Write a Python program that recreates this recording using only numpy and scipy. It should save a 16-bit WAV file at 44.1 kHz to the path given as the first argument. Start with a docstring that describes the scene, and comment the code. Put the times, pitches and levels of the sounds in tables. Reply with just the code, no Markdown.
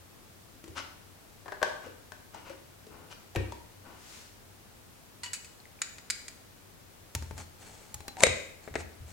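"""Soft hollow taps on a milk carton come first, over a faint hum and hiss in a small, live room.
The carton is slid, capped and put aside; a metal plunger clicks in the hand, scrapes into a glass carafe,
and its lid lands with a loud clack. Heavier knocks thump through the wooden table.
Blows are short noise bursts plus dying sine tones, scrapes are swelling noise, and the room adds a noise tail."""
import sys
import numpy as np
from scipy import signal
from scipy.fft import rfft, irfft
from scipy.io import wavfile
from scipy.ndimage import uniform_filter1d

SR = 44100
rng = np.random.default_rng(int(sys.argv[2]) if len(sys.argv) > 2 else 0)


def dump(signal):
    """Clip the signal to [-1, 1] and save it as 16-bit WAV at the path in sys.argv[1]."""
    limited = np.clip(np.atleast_2d(signal).T, -1, 1)
    pcm = np.round(limited * 32767).astype(np.int16)
    wavfile.write(sys.argv[1], SR, pcm)


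N = 402191
T = np.arange(SR) / SR  # time within a one-second sound [s]

# In all tables, level_db is that of the loudest 4 ms before panning, facing and room.
# tilt_db is treble tilt per octave; energy_db is a tone's energy against its contact unless noted.
# the filter disc touches the glass: start_s [s], level_db [dB], tilt_db [dB per octave]
RIM_TOUCHES = [(7.15, -26, 2), (7.224, -38.5, -0.5), (7.310, -36.5, -3.5), (7.379, -39, 0),
               (7.943, -31, 4.5), (8.005, -41, -0.5), (8.081, -33, 0.5)]
# the lid meets the carafe: start_s [s], level_db [dB], tilt_db [dB per octave]
LID_KNOCKS = [(8.169, -40.5, -1.5), (8.206, -29.5, 2), (8.2355, -5.5, 0.5), (8.258, -36, -4),
              (8.268, -18.5, 0), (8.677, -35.5, -8), (8.7405, -40, -4), (8.755, -25, -5)]
# the carton is set down, rocks and settles: start_s [s], level_db [dB], tilt_db [dB per octave]
SET_DOWN = [(3.3599, -26.5, 3), (3.365, -25, -0.5), (3.404, -41, -2), (3.457, -44.5, -1)]
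# the disc sinks into the carafe: time_s [s], depth [0 at the rim to 1]
DEPTH = [(7.4, 0), (7.94, 0.17), (8.08, 0.83)]
# the air above the milk rings lower as the lid closes the mouth: time_s [s], pitch_hz [Hz]
AIR = [(7.15, 912), (7.94, 857), (8.17, 789), (8.232, 687), (8.244, 491), (8.68, 433)]
SEATED_S = 8.23  # when the lid is seated


def carafe():
    """The filter scrapes down the glass and the lid lands and rattles; each blow also rings the air above the milk."""
    # the filter mesh scrapes the glass: start_s [s], length_s [s], level_db [dB]
    mesh_rubs = [(7.355, 0.1, -44.5), (7.58, 0.54, -51), (8.175, 0.048, -36.5), (8.215, 0.031, -27),
                 (8.60, 0.13, -55), (8.765, 0.065, -43.5), (9.05, 0.4, -52.5)]
    # sound colours of the scraping mesh, the rim and the lid: frequency_hz [Hz], level_db [dB]
    mesh_colour = [(200, 5.5), (900, 4.5), (1400, 0.5), (5000, -3.5), (7800, 2.5), (10000, -8),
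                   (15000, -31)]
    rim_colour = [(150, 7.5), (400, 5), (1800, -1), (4000, -5), (5500, -3), (7200, -6.5), (9000, -7.5),
                  (15000, -16)]
    lid_colour = [(150, -18.5), (620, -1.5), (1000, -10), (2080, 2), (2800, -6), (3400, -10), (3800, -4),
                  (4400, -11), (5700, -10.5), (6600, -5.5), (8600, -8.5), (9300, -17.5), (15000, -38)]
    # ringing of the scraped carafe, the filter disc and the lid: pitch_hz [Hz], energy_db [dB], t60_s [s]
    scrape_modes = [(910, -20, .1), (2340, -16.5, 0.073), (4300, -15, 0.089)]
    disc_modes = [(6640, -20, 0.027), (7090, -12, 0.013)]
    lid_modes = [(527, -27, 0.32), (1920, -21, 0.23), (2060, -20, 0.56), (2300, -26, 0.61),
                 (2480, -21, 0.56), (2660, -30, 0.3), (3770, -21, 0.44), (3820, -21, 0.35),
                 (8240, -16, 0.12)]

    scrape = rubs(mesh_rubs, mesh_colour, attack_s=0.043, drag_db=0, grain_db=3.5, likeness=0.67, pan_db=4.5)
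    out = scrape + set_ringing(scrape, ring(scrape_modes)) + squeezed_air()

    for start_s, level_db, tilt_db in RIM_TOUCHES:
        # the deeper the disc, the stronger the glass wall's ping
        ping = (4080, -27 + 27 * at(DEPTH, start_s), 0.13)
        modes = excited(disc_modes, tilt_db) + [ping]
        touch = strike(rim_colour, modes, tilt_db, chatter_t60=0.03, snap_db=-11.5, waver=0.0036)
        add(out, start_s, touch + air(start_s, -13, t60=0.13), level_db, pan_db=5.0)

    for start_s, level_db, tilt_db in LID_KNOCKS:
        modes = excited(lid_modes, tilt_db)
        knock = strike(lid_colour, modes, tilt_db, chatter(0.017, tilt_db), snap_db=-8.0,
                       waver=0.0135, sag=0.0119)
        disc = amp(5) * ring(excited(disc_modes[:1], tilt_db))
        add(out, start_s, knock + disc + air(start_s, -6, t60=0.06), level_db, pan_db=4.5)
    return out


def air(start_s, energy_db, t60):
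    """The air above the milk rings after a blow, its pitch gliding as the mouth closes."""
    phase = 2 * np.pi * np.cumsum(at(AIR, start_s + T)) / SR
    return amp(energy_db) * unit(np.sin(phase) * fade(t60))


def squeezed_air():
    """Air squeezed past the closing lid: narrow noise follows the falling air pitch, the scraped rim rises."""
    # loudness of this hollow scrape: time_s [s], level_db [dB of the air part, on average]
    squeeze = [(8.03, -58), (8.16, -66), (8.175, -47), (8.232, -35.5), (8.25, -63)]
    t = np.arange(N) / SR
    level = amp(at(squeeze, t)) * (t > squeeze[0][0]) * (t < squeeze[-1][0])
    low_pass = signal.butter(2, 35, fs=SR, output="sos")  # Hz either side of the moving pitch
    rim_hz = 1010 + 2000 * (t - SEATED_S)
    out = 0
    for pitch_hz, level_db in [(at(AIR, t), 0), (rim_hz, -6)]:
        flutter = signal.sosfilt(low_pass, pair(N, 0.68) + 1j * pair(N, 0.7))
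        carrier = np.exp(2j * np.pi * np.cumsum(pitch_hz) / SR)  # moves the slow noise up to the pitch
        out = out + amp(level_db) * np.sqrt(N) * unit(np.real(flutter * carrier))
    return out * level


def plunger():
    """Rod, lid and filter plates click together as the plunger is picked up; small parts ring more briefly."""
    # loose metal parts click: start_s [s], level_db [dB], tilt_db [dB per octave],
    # note_hz [Hz], note_db [dB energy], bounce_db [dB against the click]
    clicks = [(5.234, -34, -2, 4250, -9.5, -6), (5.260, -39.5, -5, 2940, 1, -3),
              (5.333, -29.5, 0.5, 7750, -6.5, -8.5), (5.446, -45, 0, 2540, -6, -6),
              (5.8177, -23, -3, 6960, -5, -13), (5.983, -43.5, -7, 2300, -16, -9),
              (6.1011, -24, -2.5, 4800, -10, 1), (6.2818, -36, -1.5, 7950, -21, -11.5)]
    # sound colour of a click: frequency_hz [Hz], level_db [dB]
    click_colour = [(200, -39), (850, -21.5), (1450, -6.5), (2200, -2.5), (3200, -9), (4700, 0), (5800, -6),
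                    (6900, 2.5), (8300, -0.5), (9300, -6.5), (15000, -28)]
    # ringing of the plunger, and of the lifted rod (relative energy): pitch_hz [Hz], energy_db [dB], t60_s [s]
    plunger_modes = [(2340, -22, 0.15), (4080, -24, 0.15), (4955, -28, 0.22)]
    rod_modes = [(975, -1, 0.3), (1906, 1.5, 0.27), (2900, 2, 0.58), (4447, 0, 0.13)]
    # the parts chatter less as the grip tightens: time_s [s], chatter_t60_s [s]
    grip = [(5.33, 0.1), (5.6, 0.028)]

    out = shifting_plates()
    add(out, 5.235, ring(rod_modes, waver=0.012), -40.5, pan_db=4.0)  # the rod is first lifted free
    for start_s, level_db, tilt_db, note_hz, note_db, bounce_db in clicks:
        note = (note_hz, note_db, 0.059 * np.sqrt(1000 / note_hz))
        chatter_t60 = at(grip, start_s)
        # a loosely held filter plate rings most
        plate = (2540, -14.5 + 20 * np.log10(chatter_t60 / at(grip, 0)), 0.38)
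        modes = plunger_modes + [note, plate]
        # every click bounces once, with a brighter tilt
        click = (start_s, level_db, tilt_db)
        bounce = (start_s + 0.0042, level_db + bounce_db, tilt_db + 3.5)
        for hit_s, hit_db, hit_tilt_db in [click, bounce]:
            hit = strike(click_colour, modes, hit_tilt_db, chatter_t60, snap_db=-17)
            add(out, hit_s, hit, hit_db, pan_db=3.5)
    return out


def shifting_plates():
    """Tiny slips as the plates shift in the hand ring one for a moment before the fingers damp it."""
    # faint ticks: start_s [s], level_db [dB], pitch_hz [Hz]
    ticks = [(5.602, -50, 4360), (5.655, -48, 2350), (5.79, -51, 2390)]
    out = np.zeros((2, N))
    for start_s, level_db, pitch_hz in ticks:
        add(out, start_s, ring([(pitch_hz, 0, 0.014)], waver=0.05), level_db, pan_db=2)
    return out


def carton():
    """The carton is slid (rough noise), capped (snaps), tapped (hollow panel tones) and set down (knocks)."""
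    # card slides, and last a hand brushes the table: start_s [s], length_s [s], level_db [dB]
    card_rubs = [(.749, 0.07, -35.5), (1.81, 0.12, -50), (2.32, 0.13, -50), (2.44, 0.13, -48.5),
                 (2.89, 0.32, -52), (3.095, 0.048, -46.5), (3.835, 0.22, -52)]
    # the plastic cap snaps shut: start_s [s], level_db [dB], tilt_db [dB per octave]
    cap_snaps = [(1.459, -43, -0.5), (1.481, -39, 0.5), (1.521, -33, 0.5), (1.617, -30.5, -2),
                 (1.6287, -20, 3), (2.12, -41, 4.5)]
    # fingers and table tap the hollow carton: start_s [s], level_db [dB], panel_hz [Hz], push_s [s]
    taps = [(.6405, -42, 335, 0.0012), (0.679, -45, 340, .002), (1.862, -42, 491, 0.0088),
            (2.345, -41, 900, 0.0027), (2.497, -40.5, 543, 0.01), (2.867, -47.5, 430, .003),
            (3.350, -35.5, 767, 0.0044), (3.5207, -38.5, 940, 0.0019)]
    # sound colours of sliding card, cap, tap and landing: frequency_hz [Hz], level_db [dB]
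    card_colour = [(200, -10), (1000, -2.5), (1500, -5), (2850, -5), (3500, -10.5), (6000, -10),
                   (10000, -22.5), (15000, -51)]
    cap_colour = [(100, -43), (400, 2), (620, -1.5), (800, 0.5), (1230, -6.5), (1400, -11.5), (1530, -2),
                  (1750, -2), (2200, -16.5), (7000, -26.5), (15000, -47)]
    tap_colour = [(100, -33), (500, 7.5), (1500, -4.5), (4000, -10), (8000, -15), (15000, -43)]
    landing_colour = [(100, -10), (480, 5), (680, -8), (850, -7.5), (1200, -14.5), (1830, -7), (2150, -23),
                      (2450, -8), (3000, -19), (15000, -42)]
    # ringing of the slid walls, the cap, the landing carton, and the box and crockery that it jolts:
    # pitch_hz [Hz], energy_db [dB], t60_s [s]
    card_modes = [(1550, -16.5, 0.03), (2920, -17, 0.14)]
    cap_modes = [(625, -7.5, 0.08), (745, -12, 0.092), (1080, -12.5, 0.062), (1538, -11, 0.12),
                 (1669, -13, 0.2)]
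    landing_modes = [(456, -7, 0.06), (527, -6, 0.076), (1860, -17, 0.24)]
    jolted_modes = [(358, -18, 0.058), (2296, -17, 0.28), (2450, -17, .2)]

    slide = rubs(card_rubs, card_colour, attack_s=0.032, drag_db=-2.5, grain_db=3.0, likeness=0.68, pan_db=5.5)
    out = slide + set_ringing(slide, ring(card_modes, waver=0.0045))

    for start_s, level_db, tilt_db in cap_snaps:
        snap = strike(cap_colour, cap_modes, tilt_db, chatter(0.047, tilt_db), snap_db=-9.0, waver=0.017)
        add(out, start_s, snap, level_db, pan_db=7.0)

    for start_s, level_db, panel_hz, push_s in taps:
        tick = unit(colour(pair(SR, 0.67) * fade(0.035), tap_colour, tilt_db=4.0))
        tones = ring([(panel_hz, 0, 0.034), (0.634 * panel_hz, -6, 0.03)], waver=0.044)
        panel = unit(tones * np.minimum(T / push_s, 1) ** 2)
        # a slow push ticks less; at 0.00042 s tick and panel have equal energy
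        add(out, start_s, panel + np.sqrt(0.00042 / push_s) * tick, level_db, pan_db=5.5)

    for start_s, level_db, tilt_db in SET_DOWN:
        modes = excited(landing_modes, tilt_db) + jolted_modes
        knock = strike(landing_colour, modes, tilt_db, chatter(0.056, tilt_db), snap_db=-10.5, waver=0.003)
        add(out, start_s, knock, level_db, pan_db=3.5)
    return out


def sleeve():
    """A sleeve brushes along: soft noise that swells slowly and dies away."""
    # the brush: start_s [s], length_s [s], level_db [dB]
    strokes = [(3.93, 0.42, -50.5)]
    # sound colour of cloth: frequency_hz [Hz], level_db [dB]
    cloth_colour = [(200, -9), (800, 6), (1900, 2), (7000, -3.5), (15000, -24)]
    return rubs(strokes, cloth_colour, attack_s=0.21, drag_db=1.5, grain_db=0.0, likeness=0.14, pan_db=6.5)


def table():
    """The table top booms and shakes the microphone on it: one pitch for the carton, a lower one for all else."""
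    # other tones of the table top: pitch_hz [Hz], energy_db [dB against the boom], t60_s [s]
    table_modes = [(68.2, -4.5, 0.62), (123.6, -6, 0.23)]
    out = np.zeros((2, N))
    for start_s, level_db, boom_hz in loads():
        boom = ring(table_modes + [(boom_hz, 0, 0.44)], spread=4, detune=0.03)
        add(out, start_s, boom * (1 - fade(0.034)), level_db, pan_db=2.0)  # soft onset
    return out


def loads():
    """List what weighs on the table (start_s, level_db, boom_hz): carton, leaning hands, disc and seated lid."""
    # a hand leans on the table: start_s [s], level_db [dB]
    leans = [(0.685, -45), (9.004, -41.5)]
    carton_boom_hz, other_boom_hz = 95.7, 81.7
    landing_s, landing_db, _ = SET_DOWN[1]
    out = [(landing_s, landing_db - 2, carton_boom_hz)]
    for start_s, level_db in leans:
        out.append((start_s, level_db, other_boom_hz))
    for start_s, level_db, _ in RIM_TOUCHES:
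        # the deeper disc loads the table less
        out.append((start_s, level_db - 4.5 - 51 * at(DEPTH, start_s), other_boom_hz))
    for start_s, level_db, _ in LID_KNOCKS:
        if start_s > SEATED_S:
            # the seated lid passes its knocks on, a little later and more evenly
            out.append((start_s + 0.0327, -33.5 + 0.25 * level_db, other_boom_hz))
    return out


def facing(x):
    """Direct sound leans left most in the middle range, as the left microphone faces the work."""
    # difference between the sides: frequency_hz [Hz], left_minus_right_db [dB]
    facing_curve = [(100, -1), (500, -0.5), (1200, 4), (2400, 2), (5000, -4.5), (8000, -6), (15000, -3)]
    lean = gains(facing_curve, N) ** np.array([[0.5], [-0.5]])
    return irfft(rfft(x) * lean, N)


def room(x, wet_db):
    """Diffuse reflections, unrelated left and right, build up quickly and die a little sooner in the treble."""
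    # colour of what the room gives back: frequency_hz [Hz], level_db [dB, before wet_db]
    room_colour = [(60, -13), (250, -2.5), (600, -7.5), (2000, -6), (5000, -7), (8000, -10), (14000, -15)]
    noise = rng.standard_normal((2, SR))
    low = signal.sosfilt(signal.butter(2, 3500, fs=SR, output="sos"), noise)
    high = noise - low
    build_up = 1 - np.exp(-(T / 0.0094) ** 2)
    tail = unit((low * fade(0.62) + high * fade(0.59)) * build_up)
    wet = set_ringing(x.mean(axis=0, keepdims=True), colour(tail, room_colour))
    return wet * amp(wet_db) * sides(2.2)


def background():
    """A wavering low hum and rumble, much alike on both sides, under an even hiss: all filtered noise."""
    # steady noise: frequency_hz [Hz], level_db [dB per Hz, relative]
    noise_colour = [(15, -54), (25, -6.5), (101, -6.5), (240, -8.5), (826, -15), (2920, -21.5),
                    (15500, -26.5)]
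    f = np.fft.rfftfreq(N, 1 / SR)
    alike = 1 / (1 + (f / 170) ** 2)  # the bass is shared between the sides
    noise = np.sqrt(alike) * rfft(pair(N, 0.57)) + np.sqrt(1 - alike) * rfft(pair(N, 0))
    hiss = unit(irfft(noise * gains(noise_colour, N), N))
    hum_band = 1 / (1 + ((f - 96) / 9) ** 2)  # centre and half-width in Hz
    hum = unit(irfft(rfft(pair(N, 0.64)) * hum_band, N))
    mix = amp(-54.5) * hiss + amp(-64) * hum
    lean = sides(3.5 / (1 + f / 2500))  # the bass leans left
    return np.sqrt(N) * irfft(rfft(mix) * lean, N)


def strike(spectrum, modes, tilt_db, chatter_t60, snap_db, waver=0.004, sag=0):
    """One blow: a first snap and a dying chatter of tiny contacts, shaped by the body, plus its ringing tones."""
    force = unit(pair(SR, 0.61) * fade(chatter_t60))
    force[:, 0] += amp(snap_db)
    power = uniform_filter1d(np.mean(np.abs(rfft(force)) ** 2, axis=0), size=160)
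    even_force = causal(force, power ** -0.25)  # partly evens out the spectrum
    contact = unit(colour(even_force, spectrum, tilt_db))
    return contact + ring(modes, waver=waver, sag=sag)


def ring(modes, spread=0.75, detune=0.00448, waver=0, sag=0):
    """Dying sine tones, slightly detuned and wavering at random, some sagging in pitch; phase differs by side."""
    out = 0
    for pitch_hz, energy_db, t60 in modes:
        phase = spread * min(pitch_hz / 1000, 2) * rng.standard_normal((2, 1))
        drift = np.interp(T, np.linspace(0, 1, 90), rng.standard_normal(90))
        # detune, waver and sag are shares of the pitch
        pitch = pitch_hz * (1 + detune * rng.standard_normal() + waver * drift + sag * fade(t60))
        tone = np.sin(2 * np.pi * np.cumsum(pitch) / SR + phase)
        out = out + amp(energy_db) * unit(tone * fade(t60))
    return out


def rubs(strokes, spectrum, attack_s, drag_db, grain_db, likeness, pan_db):
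    """Friction: dense slips of uneven size swell and die; drag_db tilts the treble per doubling of length."""
    out = np.zeros((2, N))
    for start_s, length_s, level_db in strokes:
        swell_s = min(attack_s, 0.64 * length_s)
        pressure = np.interp(T, [0, swell_s, length_s], [0, 1, 0])
        tilt_db = drag_db * np.log2(length_s / 0.064)
        grain = np.repeat(rng.standard_normal(SR), 32)[:SR]  # a new slip size every 32 samples
        slips = pair(SR, likeness) * amp(grain_db * grain) * pressure ** 1.03
        add(out, start_s, colour(slips, spectrum, tilt_db), level_db, pan_db)
    return out


def excited(modes, tilt_db):
    """A duller contact wakes the high tones less."""
    return [(hz, energy_db + tilt_db * np.log2(hz / 1000), t60) for hz, energy_db, t60 in modes]


def chatter(t60, tilt_db):
    """A softer contact is duller and lasts longer: 4.5 dB per octave less tilt doubles its chatter time."""
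    return t60 * 2 ** (-tilt_db / 4.5)


def set_ringing(x, response):
    """Let a sound continuously excite a ringing body or room."""
    return signal.fftconvolve(x, response, axes=1)[:, :N]


def add(out, start_s, sound, level_db, pan_db):
    """Mix in a sound, levelled by its loudest 4 ms; pan_db is left minus right."""
    loudest = np.sqrt(uniform_filter1d(np.mean(sound ** 2, axis=0), size=176).max())
    start = int(start_s * SR)
    part = sound[:, :N - start] / loudest
    out[:, start:start + part.shape[1]] += part * amp(level_db) * sides(pan_db)


def sides(pan_db):
    """Left and right gains for a left-minus-right difference."""
    return amp(np.array([[0.5], [-0.5]]) * pan_db)


def at(curve, time_s):
    """Value of a (time, value) curve, with straight lines between its points."""
    return np.interp(time_s, *np.transpose(curve))


def amp(db):
    """Decibels to gain."""
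    return 10 ** (np.asarray(db) / 20)


def unit(x):
    """Scale each channel to an energy of 1."""
    return x / np.sqrt(np.sum(x ** 2, axis=-1, keepdims=True))


def fade(t60):
    """Exponential decay by 60 dB in t60 seconds."""
    return np.exp(-np.log(1000) * T / max(t60, 1e-3))


def pair(size, likeness):
    """Left and right noise, alike by a share from 0 to 1."""
    common, own = rng.standard_normal(size), rng.standard_normal((2, size))
    return np.sqrt(likeness) * common + np.sqrt(1 - likeness) * own


def gains(spectrum, size, tilt_db=0):
    """Turn a (Hz, dB) spectrum into a gain per FFT bin, tilted about 1 kHz."""
    f = np.maximum(np.fft.rfftfreq(size, 1 / SR), 1)
    hz, db = np.transpose(spectrum)
    curve_db = np.interp(np.log(f), np.log(hz), db)
    octaves = np.log2(np.maximum(f, 300) / 1000)  # the tilt stops below 300 Hz
    return amp(curve_db + tilt_db * octaves)


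def colour(x, spectrum, tilt_db=0):
    """Filter a sound by a (Hz, dB) spectrum."""
    return causal(x, gains(spectrum, x.shape[-1], tilt_db))


def causal(x, gain):
    """Minimum-phase filter with the given gain per FFT bin, so that attacks stay sharp."""
    size = x.shape[-1]
    cepstrum = irfft(np.log(gain), size)
    cepstrum[1:size // 2] *= 2
    cepstrum[size // 2 + 1:] = 0
    return irfft(rfft(x) * np.exp(rfft(cepstrum, size)), size)


def scene():
    """All sources in the room; the carton and sleeve get the most reverberation, the carafe the least."""
    glass, metal, box, cloth = carafe(), plunger(), carton(), sleeve()
    direct = facing(glass + metal + box + cloth)
    reflections = room(glass, wet_db=-0.5) + room(metal, wet_db=1.5) + room(box + cloth, wet_db=5.0)
    return direct + table() + reflections + background()


def record(dry):
    """Peaks beyond full scale are clipped; then the treble above 16.1 kHz is cut."""
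    low_pass = signal.ellip(8, 0.2, 70, 16100, fs=SR, output="sos")
    return signal.sosfilt(low_pass, np.clip(dry, -1, 1))


dry = scene()
out = record(dry)
dump(out)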